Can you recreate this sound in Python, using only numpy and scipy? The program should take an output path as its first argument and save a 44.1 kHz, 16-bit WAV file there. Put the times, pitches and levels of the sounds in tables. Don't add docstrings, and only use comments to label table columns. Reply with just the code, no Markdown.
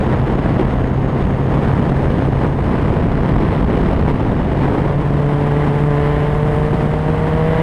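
import sys
import numpy as np
from scipy import signal
from scipy.fft import rfft, irfft, next_fast_len
from scipy.io import wavfile

SR = 44100
rng = np.random.default_rng(int(sys.argv[2]) if len(sys.argv) > 2 else 0)


def materialize(psi):
    bounded = np.clip(np.atleast_2d(psi).T, -1, 1)
    quanta = np.round(bounded * 32767).astype(np.int16)
    wavfile.write(sys.argv[1], SR, quanta)


N = 336042
TIME = np.arange(N) / SR


# time in seconds, firings per second.
FIRING_RATE = [(0, 129.8), (.8, 129.6), (1.5, 135.8), (2.3, 136), (3, 138.7), (4, 136.5), (4.7, 140.5),
               (5, 143), (5.45, 145.2), (5.95, 145.6), (6.25, 147.4), (6.75, 151.8), (7.2, 156.2),
               (7.62, 161.2)]
# time in seconds, level in dB.
HUM_LEVEL = [(0, -21.5), (.3, -30), (.55, -22), (1, -24), (1.15, -30.5), (1.35, -17), (1.65, -20.5),
             (2.45, -25), (2.85, -34.5), (3.15, -24), (4.2, -29.5), (4.93, -21.5), (5.06, -18.5),
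             (5.9, -16.5), (6.75, -21), (7.62, -18)]
# time in seconds, level in dB.
THROTTLE_LEVEL = [(0, -41.5), (1.6, -35), (2.6, -41.5), (4.05, -34), (4.45, -41), (4.72, -27),
                  (4.92, -33.5), (5.3, -27.5), (6.1, -24.5), (6.6, -25.5), (7, -29), (7.62, -21.5)]
# frequency in Hz, boost or cut in dB.
PIPE_TONE = [(260, 2), (290, -1.5), (302, -12), (410, 1), (480, 1), (560, -8), (630, -4.5), (730, -10),
             (890, -12.5), (1025, -11.5), (1085, -20), (1160, -17.5), (1300, -27), (2200, -35)]

def engine(jitter_turns=0.0075, drift_turns=0.024, uneven=0.14, lope=0.038, pipe_delay=0.045):
    firing_hz = over_time(FIRING_RATE)
    turns = np.cumsum(firing_hz) / SR + jitter_turns * wander(21) + drift_turns * wander(5.4)
    angle = 2 * np.pi * turns
    overtones = np.zeros(N)
    for k in range(2, 15):
        lag = pipe_delay * k * (k - 2)
        overtones += tone_gain(PIPE_TONE, k * firing_hz) * np.cos(k * angle - lag)
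    hum = gain_of(over_time(HUM_LEVEL)) * np.cos(angle)
    bark = gain_of(over_time(THROTTLE_LEVEL)) * overtones
    strength = 1 + uneven * wander(68) + lope * np.cos(angle / 2)
    return -np.sqrt(2) * (hum + bark) * strength


# time in seconds, level in dB.
RASP_LEVEL = [(0, -58), (5, -56.5), (5.6, -35), (5.9, -41), (6.05, -32.5), (6.25, -37), (6.45, -39),
              (7.1, -42), (7.62, -30.5)]
# frequency in Hz, relative level in dB.
RASP_TONE = [(600, -31), (1100, -5.5), (1400, -1), (2000, 2), (2500, -11.5), (3000, -8), (4000, -21),
             (7000, -42.5)]

def rasp(motor):
    noise = turbulence(RASP_TONE, dips(motor), flutter_db=1, gust_db=0.87 * wander(40))
    return gain_of(over_time(RASP_LEVEL)) * noise


# frequency in Hz, relative level in dB.
SIZZLE_TONE = [(4000, -20.5), (6600, -6), (7050, 1), (7800, -2), (8700, 1), (10700, -3.5), (11600, -8),
               (12900, -6.5), (15000, -14)]

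def sizzle(motor, below_throttle_db=38):
    noise = turbulence(SIZZLE_TONE, dips(motor), flutter_db=2, gust_db=0.6 * wander(30))
    return gain_of(over_time(THROTTLE_LEVEL) - below_throttle_db) * noise


def wind(motor, engine_share=0.27):
    big_db, small_db = airflow()
    gusts = wander(37)
    thumps = buffet(big_db)
    low_wind = thumps + roar(big_db, dips(thumps + motor), gusts)
    suction = dips(low_wind + engine_share * motor)
    return low_wind + rush(small_db, suction, gusts) + hiss(small_db, suction, gusts)


# time in seconds, strength in dB above or below the usual.
WIND_SWELL = [(0, 1), (.12, 2.5), (.25, -1.5), (.45, 0), (.95, -3.5), (1.1, -3), (1.22, 1), (1.46, -3.5),
              (1.58, 2.2), (1.95, -0.5), (2.05, 1), (2.25, -1), (2.45, -0.5), (2.52, -3.5), (2.72, 0.2),
              (3.2, -1.5), (3.4, 3.3), (3.62, 0), (3.78, 2), (4.02, -1.3), (4.4, -1.1), (4.75, 1),
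              (4.95, -1), (6.1, -0.5), (7.05, -1.5), (7.62, 1.5)]
# peak time in seconds, extra dB for big swirls, extra dB for small ones.
AIR_SLAPS = [(0.611, 7, 4.5), (2.455, 2.5, 2.5), (2.93, 6, 2), (3.42, 0, 0), (3.535, -2, 1.5),
             (3.88, 3.5, 3), (4.094, 4, 5), (4.645, 4, 3.5), (6.755, 8.5, 1.5)]

def airflow(flicker_db=0.5, rise_s=0.035, fall_s=0.018):
    big_db = small_db = over_time(WIND_SWELL) + flicker_db * wander(9)
    for peak_s, big_extra_db, small_extra_db in AIR_SLAPS:
        width_s = np.where(TIME < peak_s, rise_s, fall_s)
        slap = np.exp(-((TIME - peak_s) / width_s) ** 2)
        big_db = big_db + big_extra_db * slap
        small_db = small_db + small_extra_db * slap
    return big_db, small_db


# time in seconds, level in dB at the usual wind strength.
BUFFET_LEVEL = [(0, -20), (1.2, -20.5), (2, -19), (2.9, -19.5), (3.55, -15), (4.4, -20), (5, -21.5),
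                (5.8, -23), (6.8, -20), (7.62, -24.5)]
# frequency in Hz, relative level in dB.
BUFFET_TONE = [(5, -24.5), (15, -4.5), (28, 0.5), (45, 2), (65, 5), (95, 2), (130, 0), (170, -9),
               (260, -36), (500, -69.5)]

def buffet(big_db, wind_share=0.2):
    level_db = over_time(BUFFET_LEVEL) + wind_share * big_db
    return gain_of(level_db) * coloured(rng.standard_normal(N), BUFFET_TONE)


# frequency in Hz, relative level in dB.
ROAR_TONE = [(50, -31), (100, -7), (140, 1), (185, 0.5), (240, -2), (300, -4.5), (380, -7), (500, -9.5),
             (700, -20.5), (1200, -41.5), (2500, -81)]

def roar(big_db, suction, gusts, base_db=-17.5, wind_share=0.86, calm_drop_db=4):
    level_db = base_db + wind_share * big_db - calm_drop_db * calm_air()
    return gain_of(level_db) * turbulence(ROAR_TONE, suction, flutter_db=2, gust_db=1.46 * gusts)


# frequency in Hz, relative level in dB.
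RUSH_TONE = [(200, -28), (450, -5), (650, 0.5), (1000, -2), (1350, -9), (1900, -11.5), (2550, -20),
             (2950, -20.5), (3800, -28.5), (4700, -35), (5250, -36.5), (6000, -45), (9000, -61.5),
             (13000, -83)]

def rush(small_db, suction, gusts, base_db=-26):
    return gain_of(base_db + small_db) * turbulence(RUSH_TONE, suction, flutter_db=3, gust_db=gusts)


# time in seconds, level in dB at the usual wind strength.
HISS_LEVEL = [(0, -60.5), (.9, -61), (1.7, -59.5), (2.6, -59), (3.1, -61.5), (4.2, -61), (5, -60),
              (5.6, -57.5), (6.4, -58.7), (6.55, -55.5), (6.7, -57), (7.62, -59)]
# frequency in Hz, relative level in dB.
HISS_TONE = [(3000, -13), (5000, -0.5), (6100, -2), (6400, -2.5), (6900, -0.5), (7500, -2.5), (8600, 3.5),
             (9700, -5), (10800, -6), (11600, -13), (12900, -13.5), (14000, -17), (15100, -16.5)]

def hiss(small_db, suction, gusts):
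    level_db = over_time(HISS_LEVEL) + small_db
    return gain_of(level_db) * turbulence(HISS_TONE, suction, flutter_db=2.5, gust_db=gusts)


def whistle(pitch_hz=6520, drift_hz=70, calm_drop_hz=150, width_hz=150, base_db=-67.5, fade_db=5):
    calm = calm_air()
    hz = pitch_hz - calm_drop_hz * calm + drift_hz * (1 - calm) * wander(1.5)
    angle = 2 * np.pi * np.cumsum(hz) / SR
    band = wander(width_hz) * np.cos(angle) + wander(width_hz) * np.sin(angle)
    return gain_of(base_db - fade_db * soft_step(middle_s=2.4, ease_s=0.4)) * band


def calm_air():
    return soft_step(middle_s=5.08, ease_s=0.18)


def turbulence(tone, suction, flutter_db, gust_db):
    flare = gain_of(flutter_db * suction + gust_db)
    return coloured(rng.standard_normal(N) * flare, tone)


def dips(pressure):
    return 2.05 * np.tanh(-evened(pressure) / 2.6)


def soft_step(middle_s, ease_s):
    return 0.5 + 0.5 * np.tanh((TIME - middle_s) / ease_s)


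def gain_of(db):
    return 10 ** (db / 20)


def evened(x):
    return x / np.sqrt(np.mean(x ** 2) + 1e-20)


def over_time(rows):
    seconds, values = np.transpose(rows)
    return np.interp(TIME, seconds, values)


def tone_gain(tone, hz):
    row_hz, row_db = np.transpose(tone)
    return gain_of(np.interp(np.log(hz + 1), np.log(row_hz + 1), row_db))


def coloured(x, tone):
    size = next_fast_len(N)
    hz = np.fft.rfftfreq(size, 1 / SR)
    spectrum = rfft(x, size) * tone_gain(tone, hz)
    return evened(irfft(spectrum, size)[:N])


def wander(rate_hz):
    size = next_fast_len(N)
    hz = np.fft.rfftfreq(size, 1 / SR)
    spectrum = rfft(rng.standard_normal(size)) / np.sqrt(1 + (hz / rate_hz) ** 6)
    return evened(irfft(spectrum, size)[:N])


def smooth(x, corner_hz):
    memory = np.exp(-2 * np.pi * corner_hz / SR)
    return signal.lfilter([1 - memory], [1, -memory], x)


def scene():
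    motor = engine()
    return (motor + rasp(motor) + sizzle(motor) + wind(motor) + whistle())[None]


def record(dry, threshold_db=-15, squeeze=0.77, boost_db=0.8, top_hz=15080):
    power_db = 10 * np.log10(smooth(dry[0] ** 2, corner_hz=25) + 1e-9)
    excess_db = np.maximum(power_db - threshold_db, 0)
    turn_down_db = squeeze * smooth(excess_db, corner_hz=150)
    held = dry * gain_of(boost_db - turn_down_db)
    rounded = held / (1 + held ** 8) ** (1 / 8)
    treble_cut = signal.firwin(511, top_hz, window=("kaiser", 9), fs=SR)
    return signal.oaconvolve(rounded, treble_cut[None], "same")


dry = scene()
out = record(dry)
materialize(out)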